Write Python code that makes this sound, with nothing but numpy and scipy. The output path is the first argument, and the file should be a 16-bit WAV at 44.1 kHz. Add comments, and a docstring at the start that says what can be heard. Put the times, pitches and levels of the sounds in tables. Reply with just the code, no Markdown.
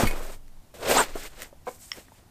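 """A desk in a small furnished room, one microphone close by, the image almost mono.
A hand-sized metal object is pulled out of a foam packing insert. Foam cells catch and let go in a
rasp, the hollow rises in pitch as it empties, and the object squeaks free. Loose metal parts clink,
the desk wobbles after a bump, and the object creaks and ticks as it changes hands."""
import sys
import numpy as np
from scipy import signal
from scipy.fft import rfft, irfft
from scipy.io import wavfile

SR = 44100
rng = np.random.default_rng(int(sys.argv[2]) if len(sys.argv) > 2 else 0)


def int16_out(signal):
    """Quantize to a 16-bit WAV file."""
    q = np.round(np.clip(np.atleast_2d(signal).T, -1, 1) * 32767)
    wavfile.write(sys.argv[1], SR, q.astype(np.int16))


N = 101562

# Background of the room: (frequency [Hz], relative density [dB])
ROOM_SPECTRUM = [(30, -8), (90, -15.5), (280, -20), (450, -29.5), (800, -26), (1300, -34.5), (2600, -38.5),
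                 (8000, -40), (15500, -42.5)]
# Slow modes of the bumped desk: (frequency [Hz], level [dB], t60 [s])
DESK_MODES = [(18.3, -17, 1), (22.8, -29.5, 0.61)]
# Handling shakes the desk: (time [s], wobble level [dB], rumble level [dB])
DESK_SHAKE = [(0.05, -27, -20), (0.09, -21, -52), (0.2, -28, -52.5), (0.68, -54, -66), (0.93, -47, -39),
              (0.96, -34.5, -65), (1.02, -35.5, -63.5), (2.3, -73, -62)]
# Soft knocks: (time [s], strength [dB], frequency [Hz])
SOFT_KNOCKS = [(.027, -7, 458), (.034, -10.5, 127), (0.0354, -9.5, 232), (.909, -8.5, 530),
               (1.155, -19, 416), (1.16, -23, 710), (1.528, -32, 552), (1.977, -35.5, 320),
               (1.985, -31.5, 520), (2.084, -28.5, 1920), (2.12, -33.5, 890)]
# Modes of the gripped body: (frequency [Hz], relative level [dB], t60 [s])
GRIP_MODES = [(324, -2, 0.0136), (485, 5, 0.017), (708, 2, 0.02), (1047, -2, 0.02), (1590, -13.5, 0.022),
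              (2250, -11, 0.023)]
# A ring ticks on the object: (time [s], strength [dB])
RING_TICKS = [(1.917, -23.5), (1.931, -40)]
# Modes of the object's shell: (frequency [Hz], relative level [dB], t60 [s])
SHELL_MODES = [(1160, -5.5, 0.012), (1960, -1.5, 0.019), (2190, -2.5, 0.011), (2910, 2, 0.008),
               (3310, 2, 0.0093), (5060, 2.5, 0.0053), (5490, 1.5, .018), (6900, -11, 0.0087)]
# Foam and finger snaps: (time [s], strength [dB])
FOAM_SNAPS = [(0.4806, -51), (1.4026, -38), (1.4204, -28.5), (1.4318, -38)]
# Loose metal parts meet: (time [s], strength [dB])
PART_HITS = [(0.0556, -35.5), (0.0713, -30), (.0745, -28), (0.1106, -37)]
# Modes of the loose parts: (frequency [Hz], relative level [dB], t60 [s])
PART_MODES = [(2218, 5.5, 0.036), (2490, -10, 0.16), (3030, -6, 0.039), (4590, -5, 0.034),
              (9620, -4.5, 0.04), (13060, -11, 0.11)]
# Squeaks, a palm slide and foam groans:
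# (start [s], length [s], frequency [Hz], nominal width [Hz], level [dB])
FRICTION_BANDS = [(.966, 0.021, 7300, 500, -26.5), (.978, 0.034, 8280, 270, -26.5),
                  (1.002, 0.022, 7330, 360, -32), (.942, 0.045, 4300, 1100, -33),
                  (1.22, .045, 2080, 120, -50), (1.81, 0.063, 8100, 2300, -50.5),
                  (1.25, 0.035, 390, 50, -49), (1.395, 0.047, 560, 50, -48.5)]
# Resonance of the emptying hollow: (time [s], frequency [Hz])
HOLLOW_PITCH = [(.74, 562.8), (.82, 509.6), (.92, 569.6), (.96, 720.3), (.985, 880.6), (1.0, 1075),
                (1.03, 894)]
# Colour of the rasp: (frequency [Hz], relative density [dB])
RASP_SPECTRUM = [(150, -10), (300, -8), (560, -5), (900, -11.5), (1500, -11.5), (2800, -15), (4000, -17),
                 (6000, -20), (8200, -17), (10500, -26), (13200, -22), (15500, -24.5)]
# Rubbing on foam and skin, a list per stroke: (time [s], low [dB], middle [dB], high [dB])
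RUB_STROKES = [
    [(0.0, -22.5, -34.5, -29), (0.032, -25, -28, -34), (0.05, -30, -38.5, -41.5), (0.082, -41.5, -40, -43),
     (0.132, -39.5, -48.5, -49.5), (0.34, -47.5, -53, -51.5), (0.385, -72, -77, -67)],
    [(0.74, -47.5, -54.5, -54), (0.794, -44.5, -56.5, -55), (0.826, -32.5, -45, -51.5),
     (0.872, -27.5, -32.5, -40), (0.916, -19.5, -23.5, -28), (0.934, -24, -29, -30.5),
     (0.982, -18, -27, -33.5), (1.014, -23.5, -31, -34.5), (1.036, -34.5, -38, -38.5),
     (1.068, -46, -49, -53), (1.145, -52.5, -50.5, -55.5), (1.158, -36.5, -46.5, -46),
     (1.206, -51, -47.5, -48), (1.24, -48, -43.5, -46.5), (1.274, -47, -47.5, -46), (1.29, -65, -58, -58.5),
     (1.338, -57, -59.5, -63), (1.426, -49, -44, -46.5), (1.5, -62, -69.5, -64.5)],
    [(1.655, -73, -65, -64), (1.678, -46, -51.5, -50.5), (1.76, -69, -68.5, -55), (1.862, -92, -68, -53),
     (1.982, -47.5, -50, -51.5), (2.07, -87, -72, -68.5), (2.19, -68, -63.5, -62), (2.234, -67.5, -81, -85),
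     (2.3, -72, -86, -94)],
]


def amp(db):
    return 10 ** (np.asarray(db) / 20)


def unit_rms(x):
    return x / np.sqrt(np.mean(x ** 2) + 1e-20)


def curves(rows, outside=-120.):
    """Each column as straight lines between its times."""
    times, *columns = np.transpose(rows)
    return np.array([np.interp(np.arange(N) / SR, times, c, outside, outside) for c in columns])


def drift(corner_hz):
    """Slow random wander of spread 1."""
    step, settle = 40, 2000
    pole = np.exp(-2 * np.pi * corner_hz * step / SR)
    noise = rng.standard_normal(N // step + settle + 2)
    slow = signal.lfilter([1], [1, -2 * pole, pole ** 2], noise)[settle:]
    return np.interp(np.arange(N) / step, np.arange(len(slow)), unit_rms(slow))


def passband(x, hz, kind):
    return signal.sosfilt(signal.butter(2, hz, kind, fs=SR, output="sos"), x)


def coloured(x, spectrum, low_hz, high_hz):
    """Colour from a table between soft band edges, at rms 1."""
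    hz = np.maximum(np.fft.rfftfreq(N, 1 / SR), 1)
    table_hz, db = np.transpose(spectrum)
    colour = amp(np.interp(np.log(hz), np.log(table_hz), db))
    skirts = 1 / np.sqrt((1 + (low_hz / hz) ** 6) * (1 + (hz / high_hz) ** 6))
    return unit_rms(irfft(rfft(x) * colour * skirts, N))


def resonate(force, hz, t60):
    """One mode: a unit click starts a decaying sine of height 1."""
    pole, angle = amp(-60 / (t60 * SR)), 2 * np.pi * hz / SR
    return signal.lfilter([0, np.sin(angle)], [1, -2 * pole * np.cos(angle), pole ** 2], force + 1e-18)


def clicks_at(times, gains):
    clicks = np.zeros(N)
    clicks[(np.asarray(times) * SR).astype(int)] = gains
    return clicks


def strike(events, modes, vary_db):
    """Every contact rings every mode with a strength of its own."""
    times, db = np.transpose(events)
    vary = vary_db * rng.standard_normal((len(times), len(modes)))
    return sum(resonate(clicks_at(times, (-1) ** k * amp(db + mode_db + vary[:, k])), hz, t60)
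               for k, (hz, mode_db, t60) in enumerate(modes))


def grains(per_s, spread_db=2.5):
    """Random clicks of uneven size."""
    size = amp(spread_db * np.minimum(rng.exponential(1, N), 4)) * rng.choice([-1, 1], N)
    return size * (rng.random(N) < per_s / SR)


def room_tone():
    """A faint steady hush, strongest in the bass."""
    return amp(-57) * coloured(rng.standard_normal(N), ROOM_SPECTRUM, low_hz=31, high_hz=39000)


def room_tail(x, t60=.3):
    """Diffuse reflections, dull at the top and weak this close to the source."""
    t = np.arange(int(.5 * SR)) / SR
    dull_noise = signal.lfilter([.5], [1, -.5], rng.standard_normal(len(t)))
    tail = dull_noise * amp(-60 * t / t60) * (t > .006)
    return amp(-20) * signal.fftconvolve(x, tail / np.sqrt(np.sum(tail ** 2)))[:N]


def desk_wobble(bump_s=.0552):
    """The desk swings freely after the bump; handling keeps it swaying and rumbling."""
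    free = sum(resonate(clicks_at([bump_s], amp(db)), hz, t60) for hz, db, t60 in DESK_MODES)
    sway_level, rumble_level = amp(curves(DESK_SHAKE))
    fade_in = np.clip((np.arange(N) / SR - .4) / .15, 0, 1)
    sway = unit_rms(resonate(rng.standard_normal(N), DESK_MODES[0][0], t60=.26))
    rumble = unit_rms(resonate(rng.standard_normal(N), hz=88, t60=.044))
    return free + fade_in * sway_level * sway + rumble_level * rumble


def knocks(gap_s=.0032, ring_cycles=12.8, upper_ratio=1.503):
    """Dull knocks: two soft touches in quick succession ring two modes."""
    sound = np.zeros(N)
    for time, db, hz in SOFT_KNOCKS:
        touches = clicks_at([time, time + gap_s], amp([db - 5.5, db - 12]))
        for mode_hz, gain in (hz, 1), (hz * upper_ratio, amp(-9)):
            sound += gain * resonate(touches, mode_hz, ring_cycles / mode_hz)
    return passband(sound, 1040, "low")


def grip_creak(start_s=1.669, slips=6, slips_per_s=245):
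    """The grip slips in a short, slightly uneven run that rings the body."""
    times = start_s + (np.arange(slips) + .062 * rng.standard_normal(slips)) / slips_per_s
    body = strike([(time, -30.5) for time in times], GRIP_MODES, vary_db=3.5)
    return passband(passband(body, 180, "high"), 3500, "low")


def ring_ticks():
    """A ring on the hand taps the shell, whose modes die quickly."""
    shell = strike(RING_TICKS, SHELL_MODES, vary_db=1)
    return passband(passband(shell, 1000, "high"), 8900, "low")


def snaps(t60=.011):
    """Foam, fingers and meeting metal parts each give a bright burst with a short ring."""
    times, db = np.transpose(FOAM_SNAPS + PART_HITS)
    burst = rng.standard_normal(600) * amp(-60 * np.arange(600) / SR / t60)
    clicks = clicks_at(times, amp(db))
    bright = passband(signal.fftconvolve(clicks, burst)[:N], 1300, "high")
    return bright + resonate(clicks, hz=1970, t60=.0076)


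def clinks():
    """Loose metal parts strike each other and ring."""
    return strike(PART_HITS, PART_MODES, vary_db=2)


def squeaks():
    """Friction sings in narrow bands of noise: quick rise, hold, quick fall."""
    t = np.arange(N) / SR
    sound = np.zeros(N)
    for start, length, hz, width, db in FRICTION_BANDS:
        envelope = np.interp(t - start, [0, .15 * length, .75 * length, length], [0, 1, 1, 0])
        band = unit_rms(resonate(rng.standard_normal(N), hz, t60=3 / width))
        sound += amp(db) * envelope * band
    return sound


def foam_hollow(hz, width_hz=220, upper_ratio=1.45):
    """Uneven slips ring the hollow; a second resonance joins as the pitch rises."""
    pole = np.exp(-np.pi * width_hz / SR)
    slips = [grains(per_s=3000) for _ in range(4)]
    smoothed = signal.lfilter([1], [1, -2 * pole, pole ** 2], slips)
    swing = smoothed[::2] + 1j * smoothed[1::2]
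    swing /= np.sqrt(np.abs(swing) + 1e-9)  # evened halfway to a steady squeak
    phase = 2 * np.pi * np.cumsum(hz) / SR
    lower = swing[0] * np.exp(1j * phase)
    upper = swing[1] * np.exp(1j * phase * upper_ratio)
    upper_gain = amp(-.92) * np.clip((hz - 680) / 190, 0, 1)
    return unit_rms(np.real(lower + upper_gain * upper))


def foam_rasp(patchy_db=1.69, bands_hz=((170, 1500), (1500, 6000), (6000, 30000))):
    """Foam cells catch and let go in dense grains; the emptying hollow sounds in the low band."""
    strokes = sum(amp(curves(stroke)) for stroke in RUB_STROKES)
    level = strokes * amp([patchy_db * drift(corner_hz=44) for _ in bands_hz])
    low, middle, high = [coloured(grains(per_s=9000), RASP_SPECTRUM, *band) for band in bands_hz]
    hollow_hz, = curves(HOLLOW_PITCH, outside=0)
    low = np.where(hollow_hz > 0, amp(-5) * low + amp(-4) * foam_hollow(hollow_hz), low)
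    return level[0] * low + level[1] * middle + level[2] * high


def scene():
    """Close on the desk; left and right differ only faintly, most at the very top."""
    contacts = ring_ticks() + clinks() + snaps() + knocks() + grip_creak()
    mid = room_tone() + foam_rasp() + squeaks() + contacts + room_tail(contacts) + desk_wobble()
    diffuse = signal.fftconvolve(mid, rng.standard_normal(600) / np.sqrt(600), "same")
    side = amp(-34) * (diffuse + amp(9) * passband(diffuse, 12000, "high"))
    return np.array([mid + side, mid - side])


def record(dry, stop_hz=15900):
    """A steep low-pass takes off the highest treble."""
    return signal.sosfilt(signal.cheby2(14, 70, stop_hz, fs=SR, output="sos"), dry)


dry = scene()
out = record(dry)
int16_out(out)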